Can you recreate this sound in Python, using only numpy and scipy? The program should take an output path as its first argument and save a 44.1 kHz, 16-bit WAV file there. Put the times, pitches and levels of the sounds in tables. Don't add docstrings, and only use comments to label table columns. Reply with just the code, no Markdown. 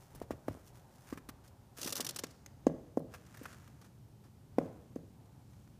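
import sys
import numpy as np
from scipy import signal
from scipy.fft import rfft, irfft
from scipy.io import wavfile
from scipy.ndimage import uniform_filter1d

SR = 44100
rng = np.random.default_rng(int(sys.argv[2]) if len(sys.argv) > 2 else 0)


def wav_record(signal):
    frames = np.transpose(np.atleast_2d(signal))
    bounded = np.clip(frames, -1, 1)
    quanta = np.round(bounded * 32767).astype(np.int16)
    wavfile.write(sys.argv[1], SR, quanta)


def linear_from_db(decibels):
    return 10 ** (np.asarray(decibels, float) / 20)


N = 255339


def steps():
    # start_s, pulse_peak_db, pulse_width_ms, edge_hardness_db, loss_per_rebound_db
    step_pulses = [(0.145, -44.5, 0.33, -20, -15), (0.212, -28.5, 0.36, -30, -28),
                   (.303, -24, 0.37, -37, -7.5), (.331, -49, 0.93, -30, -16.5),
                   (.479, -22.5, 0.37, -22, -6), (0.506, -47, 0.71, -27, -21),
                   (0.545, -41.5, 0.34, -22, -14), (.568, -43, 0.33, -28, -12), (1.122, -34, 0.63, 0, -7.5),
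                   (1.17, -48, 0.69, -20, -22), (1.285, -47.5, 1, -29, -5.5), (1.784, -45, 0.48, -25, -30),
                   (1.855, -39.5, 0.71, -27, -20), (1.994, -30.5, 0.38, -2.5, -12),
                   (2.234, -34, 0.49, -1.5, -13), (2.664, -12.5, 0.46, -15, -7.5),
                   (2.969, -18.5, 0.44, -21, -8), (3.41, -42.5, 0.55, -34, -4.5),
                   (4.58, -13.5, 0.4, -38, -7), (4.957, -32, 0.56, -15, -8.5)]
    # pitch_hz, level_db, t60_s
    shoe_modes = [(274, 9.5, 0.018), (446.5, 8.5, 0.014), (702, 1.5, 0.018), (1130, -1, 0.0089),
                  (1630, -11.5, 0.015), (2110, -38, 0.0067)]
    # delay_s, level_db
    wall_echoes = [(.030, 2), (.037, -17), (.062, -49), (.095, -10)]
    rebound_damping = 1.96

    push, edge = np.zeros((2, N))
    rebound_hz = between((288.7, 264.5))
    for start_s, peak_db, width_ms, edge_db, loss_db in step_pulses:
        u = np.arange(-90, 90) / SR / (max(width_ms, .1) / 1000)
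        pulse = (1 - u ** 2) * np.exp(-u ** 2 / 2)
        for k in range(3):
            delay_s = .003 + k / rebound_hz[round(start_s * SR)]
            at = round((start_s + delay_s) * SR)
            push[at:at + 180] += linear_from_db(peak_db + k ** rebound_damping * loss_db) * pulse
            edge[at + 50] += linear_from_db(peak_db + k * loss_db + edge_db)
    body = sum(linear_from_db(db) * ring(push, hz, t60) for hz, db, t60 in shoe_modes[:3])
    slap = sum(linear_from_db(db) * ring(edge, hz, t60) for hz, db, t60 in shoe_modes[3:])
    direct = push + linear_from_db(-38.0) * body + linear_from_db(-2.0) * slap
    direct = signal.sosfilt(signal.butter(2, 120, "high", fs=SR, output="sos"), direct)

    sent = direct * linear_from_db(between((-23.5, -17.5)))
    echoes = sum(linear_from_db(db) * np.roll(sent, round(delay_s * SR)) for delay_s, db in wall_echoes)
    return direct + echoes + room(sent, gap_s=0.02)


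def slips():
    # start_s, level_db, fade_ms, low_rasp_db, top_sizzle_db
    sole_slips = [(0.1478, -57.5, 19, -8, 6.5), (0.2, -35.5, 1.65, 3.5, 2), (0.215, -57, 17, 3.5, -3),
                  (0.3047, -53, 19, 10, -6), (0.4797, -50.5, 8.5, 10.5, 4), (1.126, -53.5, 17.4, 8, -8),
                  (1.1726, -50.5, 11.4, 8.5, -7), (1.287, -44.5, 11.4, 3.5, 1), (1.476, -55, 8.7, -21, -4),
                  (1.8129, -32, 10, -20, -12), (1.8288, -29.5, 7.6, -14, -12),
                  (1.8433, -32.5, 11, -14.5, -8), (1.86, -35, 9.8, -8, -7), (1.872, -33.5, 14.4, -3.5, -3),
                  (1.891, -39, 7.8, -19, -1), (1.902, -36, 10.3, -17, -7), (1.923, -26.5, 9.6, -14, -9),
                  (1.9534, -24.5, 5.2, -16, -7), (1.9628, -32, 10, -14.5, -4),
                  (1.975, -34.5, 12.8, -23, -14), (2.003, -24.5, 11, -16, -18), (2.0234, -45, 6.5, -16, -1),
                  (2.0449, -31.5, 9.4, -15, -7), (2.0641, -28.5, 8.9, -14, -17),
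                  (2.0882, -26.5, 9.9, -17.5, -26), (2.1063, -34.5, 5.9, -11, -12),
                  (2.1444, -47, 5, -20, -1), (2.1594, -31, 10.3, -14, -10), (2.1868, -30.5, 10.5, -11, -6),
                  (2.2348, -33, 10, -2.5, -32), (2.266, -43, 4.4, -21, -22), (2.3055, -53, 14, -14, -27),
                  (2.46, -43, 5.7, -7, -28), (2.665, -47.5, 15, -6, -31), (2.9697, -60.5, 14.5, 6, 4),
                  (2.9923, -56, 3.5, -17, 12), (3.1372, -50, 17.7, 9, -2), (3.2626, -56, 7.1, -10, -19),
                  (3.3047, -60.5, 6.9, -10, -9), (3.343, -58, 11.4, 9.5, 2), (3.37, -50.5, 8.4, 3, 1),
                  (3.432, -52.5, 7, 4, 8), (3.4538, -51, 10, 16, 0), (3.5266, -52.5, 11, 2, -26),
                  (3.6742, -59, 8.3, 6, -4), (3.812, -59, 18, 4.5, -9), (3.8414, -61.5, 29, 1, -7),
                  (4.2364, -67.5, 40, 3.5, -8), (4.5829, -43.5, 4.3, 18.5, 1), (4.958, -63.5, 12.2, 4, -1),
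                  (5.256, -62, 6.9, -2, -10), (5.5296, -67, 9.6, 6, -5), (5.6742, -65.5, 5, 12.5, -5)]
    # pitch_hz, density_db (per Hz)
    sole_body = [(180, -4), (300, 5), (450, 0), (700, -6), (1000, -13)]
    tread_centre_hz, tread_spread_octaves = 6120, 0.085

    level, rasp, sizzle, tread = np.zeros((4, N))
    sand = rms_one(grains(7000, spread_db=1.5))
    t_ms = np.arange(4000) / SR * 1000
    pitches_hz = tread_centre_hz * 2 ** (tread_spread_octaves * rng.standard_normal(len(sole_slips)))
    for (start_s, level_db, fade_ms, rasp_db, sizzle_db), tread_hz in zip(sole_slips, pitches_hz):
        rise = linear_from_db(level_db) * (1 - np.exp(-(t_ms / 1.96) ** 2))
        burst = rise * np.exp(-(t_ms / max(fade_ms, 1)) ** 2)
        start = round(start_s * SR)
        at = slice(start, start + len(t_ms))
        level[at] += burst
        rasp[at] += linear_from_db(rasp_db) * burst
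        sizzle[at] += linear_from_db(sizzle_db) * burst
        tread[at] += ring(burst * sand[at], tread_hz, t60=.003)
    direct = linear_from_db(-7) * rubbing(sand, level, rasp, sizzle) + linear_from_db(-28) * tread
    direct += linear_from_db(-18) * uniform_filter1d(level, size=900) * colour(sand, sole_body)
    return direct + linear_from_db(-16.5) * room(direct, gap_s=0.0039)


def drag():
    # peak_s, level_db, swell_s, fade_s, low_rasp_db; swell and fade span 20 dB
    brushes = [(.005, -69.5, 0.011, 0.11, -4), (.17, -74.5, 0.25, 0.094, 4), (.33, -80, 0.12, 0.18, -6),
               (.53, -71.5, 0.15, 0.28, 4), (.675, -63, 0.028, 0.03, -9), (.76, -71, 0.028, 0.076, 0),
               (.96, -75, 0.17, 0.44, -4), (1.105, -66, 0.11, 0.065, 4), (1.455, -68.5, 0.031, 0.045, 4.5),
               (1.772, -53.5, 0.0084, 0.23, -4.5), (1.9, -70, 0.2, 0.025, 3), (1.98, -57, 0.037, 0.034, 3),
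               (2.03, -76, .1, 0.31, 12), (2.3, -77, 0.2, .2, 0), (3.135, -69.5, 0.042, 0.13, 4.5),
               (3.45, -64.5, 0.27, 0.36, 4.5), (3.83, -81.5, 0.041, 0.11, -5), (4.6, -73.5, 0.032, 0.29, 7),
               (5.6, -78.5, 0.54, 0.39, -5)]
    level, rasp = swells(brushes)
    flutter = linear_from_db(0.55 * drift(50))
    sizzle = level * linear_from_db(between((-2, -14)))
    return rubbing(grains(2500, spread_db=4.0), flutter * level, flutter * rasp, flutter * sizzle)


def ticks():
    # start_s, level_db
    tick_strikes = [(2.462, -43), (2.668, -38), (2.972, -55.5), (4.958, -56.5)]
    # pitch_hz, level_db, t60_s
    tick_modes = [(2020, -7, 0.019), (2950, -10, 0.0076), (5070, -6.5, 0.011), (6130, -17, .012),
                  (6380, -1, 0.013), (6800, -11, .012), (7700, -18, .01)]
    direct = 0
    strengths_db = 2.0 * rng.standard_normal((len(tick_strikes), len(tick_modes)))
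    starts = [round(start_s * SR) for start_s, _ in tick_strikes]
    strike_db = np.array(tick_strikes)[:, 1]
    for (hz, mode_db, t60), own_db in zip(tick_modes, strengths_db.T):
        clicks = np.zeros(N)
        clicks[starts] = linear_from_db(strike_db + mode_db + own_db)
        direct = direct + ring(clicks, hz, t60)
    return direct + linear_from_db(-10.5) * room(direct, gap_s=0.0063)


def background():
    # peak_s, level_db, swell_s, fade_s, thump_over_air_db
    jolts = [(.16, -53, 0.044, 0.11, -11), (.32, -59, 0.029, 0.045, 12), (.51, -58, 0.041, 0.04, 14.5),
             (.72, -68, 0.23, 0.13, -20), (1.32, -70.5, 0.89, 0.59, -2), (2.67, -58, 0.053, 0.27, -27),
             (4.59, -56, 0.048, 0.19, -4), (5.78, -77, 0.79, .1, -23)]
    # pitch_hz, density_db (per Hz)
    rumble_spectrum = [(20, -70), (38, -24.5), (65, -5), (95, -1), (125, 1.5), (160, -5.5), (215, -10),
                       (290, -13.5), (400, -21), (600, -29.5)]
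    traffic_spectrum = [(150, -28), (250, -12), (376, -5.5), (403, 2), (444, -13.5), (501, -6), (547, -1.5),
                        (597, -7), (700, -3), (870, -2), (1100, -10.5), (1500, -14.5), (2000, -22.5),
                        (2600, -29), (4400, -120)]
    hiss_spectrum = [(590, -36), (1000, -25), (2260, -12.5), (3450, -11.5), (5720, -12), (14500, -15),
                     (15500, -8)]

    air_level, thump_level = swells(jolts)
    rumble_level = linear_from_db(between((-63, -57.5)) + 0.35 * drift(4.8)) + thump_level
    rumble = rumble_level * colour(rng.standard_normal(N), rumble_spectrum)
    traffic_level = linear_from_db(between((-67.5, -74)) + 1.5 * drift(5))
    traffic = traffic_level * colour(rng.standard_normal(N), traffic_spectrum)
    air_level = (air_level + linear_from_db(-72)) * linear_from_db(2.9 * drift(10.5))
    air = air_level * colour(rng.standard_normal(N), [(30, -20), (60, -10)])
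    hiss = linear_from_db(-73.5) * colour(rng.standard_normal(N), hiss_spectrum)
    return rumble + traffic + air + hiss


def rubbing(sand, level, rasp, sizzle):
    # pitch_hz, density_db (per Hz)
    grit_spectrum = [(2000, -34), (2800, -2), (3900, -1), (5000, 2), (5700, 3.5), (6700, 3.5), (8000, 1),
                     (9500, -3.5)]
    rasp_spectrum = [(500, -2), (900, -4), (1250, 1), (1650, 0), (2000, -4), (2500, -7.5), (4000, -25)]
    sizzle_spectrum = [(7000, -60), (9000, -7.5), (11000, -8.5), (13500, -10), (15000, -2.5)]
    grit_part = level * colour(sand, grit_spectrum)
    rasp_part = rasp * colour(sand, rasp_spectrum)
    return grit_part + rasp_part + sizzle * colour(sand, sizzle_spectrum)


def grains(per_s, spread_db):
    sizes = linear_from_db(spread_db * np.minimum(rng.exponential(1, N), 4)) * rng.choice([-1, 1], N)
    return sizes * (rng.random(N) < per_s / SR)


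def ring(x, hz, t60):
    r, w = linear_from_db(-60 / (t60 * SR)), 2 * np.pi * hz / SR
    return signal.lfilter([0, np.sin(w)], [1, -2 * r * np.cos(w), r * r], x + 1e-18)


def room(x, gap_s):
    # pitch_hz, t60_s, level_db
    decay = [(118, 0.33, 24.5), (202, 0.88, -1), (320, 0.66, 2.5), (556, 0.65, 2), (905, 1, -4),
             (1380, 0.76, 1.5), (2140, 0.31, 4), (6100, 1, -6), (14000, 0.091, -16)]
    # pitch_hz, level_db, t60_s
    standing_waves = [(159, 21, 0.27), (253, 4, 0.22), (330, -2.5, 0.37), (445, 2, 0.12), (561.2, 18, 0.11),
                      (638, 6, 0.3)]
    t = np.arange(SR) / SR
    tail = np.zeros(SR)
    for hz, level_db, t60 in standing_waves:
        wave = np.sin(2 * np.pi * (hz * t + rng.random()))
        tail += linear_from_db(level_db - 15.5) * wave * linear_from_db(-60 * t / t60)
    for low_hz in 90 * 2. ** np.arange(0, 7.5, .5):
        high_hz = min(np.sqrt(2) * low_hz, .45 * SR)
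        band = signal.butter(2, [low_hz, high_hz], "band", fs=SR, output="sos")
        centre_hz = low_hz * 2 ** .25
        t60 = at_hz(decay, centre_hz)
        level_db = at_hz(np.array(decay)[:, ::2], centre_hz)
        tail += signal.sosfilt(band, rng.standard_normal(SR)) * linear_from_db(level_db - 60 * t / t60)
    tail *= 1 - np.exp(-(t / gap_s) ** 2)
    return signal.fftconvolve(x, tail / np.sqrt(np.sum(tail ** 2)))[:N]


def between(ends):
    # time_s, share_indoors (0-1)
    walk = [(0, 0), (.6, 0.12), (1.5, .2), (1.7, 0.2), (2.2, 0.63), (2.7, 0.63), (3.1, 0.94), (3.4, 0.94),
            (3.9, 1), (4.6, 0.99), (5.79, .95)]
    time_s, share = np.transpose(walk)
    return ends[0] + (ends[1] - ends[0]) * np.interp(np.arange(N) / SR, time_s, share)


def swells(rows):
    t, level, second = np.arange(N) / SR, 0, 0
    for peak_s, peak_db, swell_s, fade_s, second_db in rows:
        before, after = (peak_s - t) / max(swell_s, .003), (t - peak_s) / max(fade_s, .003)
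        shape = linear_from_db(peak_db - 20 * np.maximum(before, after))
        level = level + shape
        second = second + linear_from_db(second_db) * shape
    return level, second


def drift(rate_hz):
    r = np.exp(-2 * np.pi * rate_hz / SR)
    settled = signal.lfilter([1], [1, -2 * r, r * r], rng.standard_normal(N + SR))[SR:]
    return rms_one(settled)


def colour(x, spectrum, skirt_db=7.0):
    hz = np.maximum(np.fft.rfftfreq(N, 1 / SR), 5)
    octaves_below = np.maximum(np.log2(spectrum[0][0] / hz), 0)
    octaves_above = np.maximum(np.log2(hz / spectrum[-1][0]), 0)
    gain = linear_from_db(at_hz(spectrum, hz) - skirt_db * (octaves_below + octaves_above))
    return rms_one(irfft(rfft(x) * gain, N))


def at_hz(points, hz):
    return np.interp(np.log(hz), np.log(np.array(points)[:, 0]), np.array(points)[:, 1])


def rms_one(x):
    return x / np.sqrt(np.mean(x ** 2) + 1e-20)


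def scene():
    return (steps() + slips() + drag() + ticks() + background())[None]


def roll_off(x):
    return signal.sosfilt(signal.butter(12, 16160, fs=SR, output="sos"), x)


def record(dry):
    low_pass = signal.cheby2(18, 60, 15450, fs=SR, output="sos")
    return roll_off(signal.sosfilt(low_pass, dry))


dry = scene()
out = record(dry)
wav_record(out)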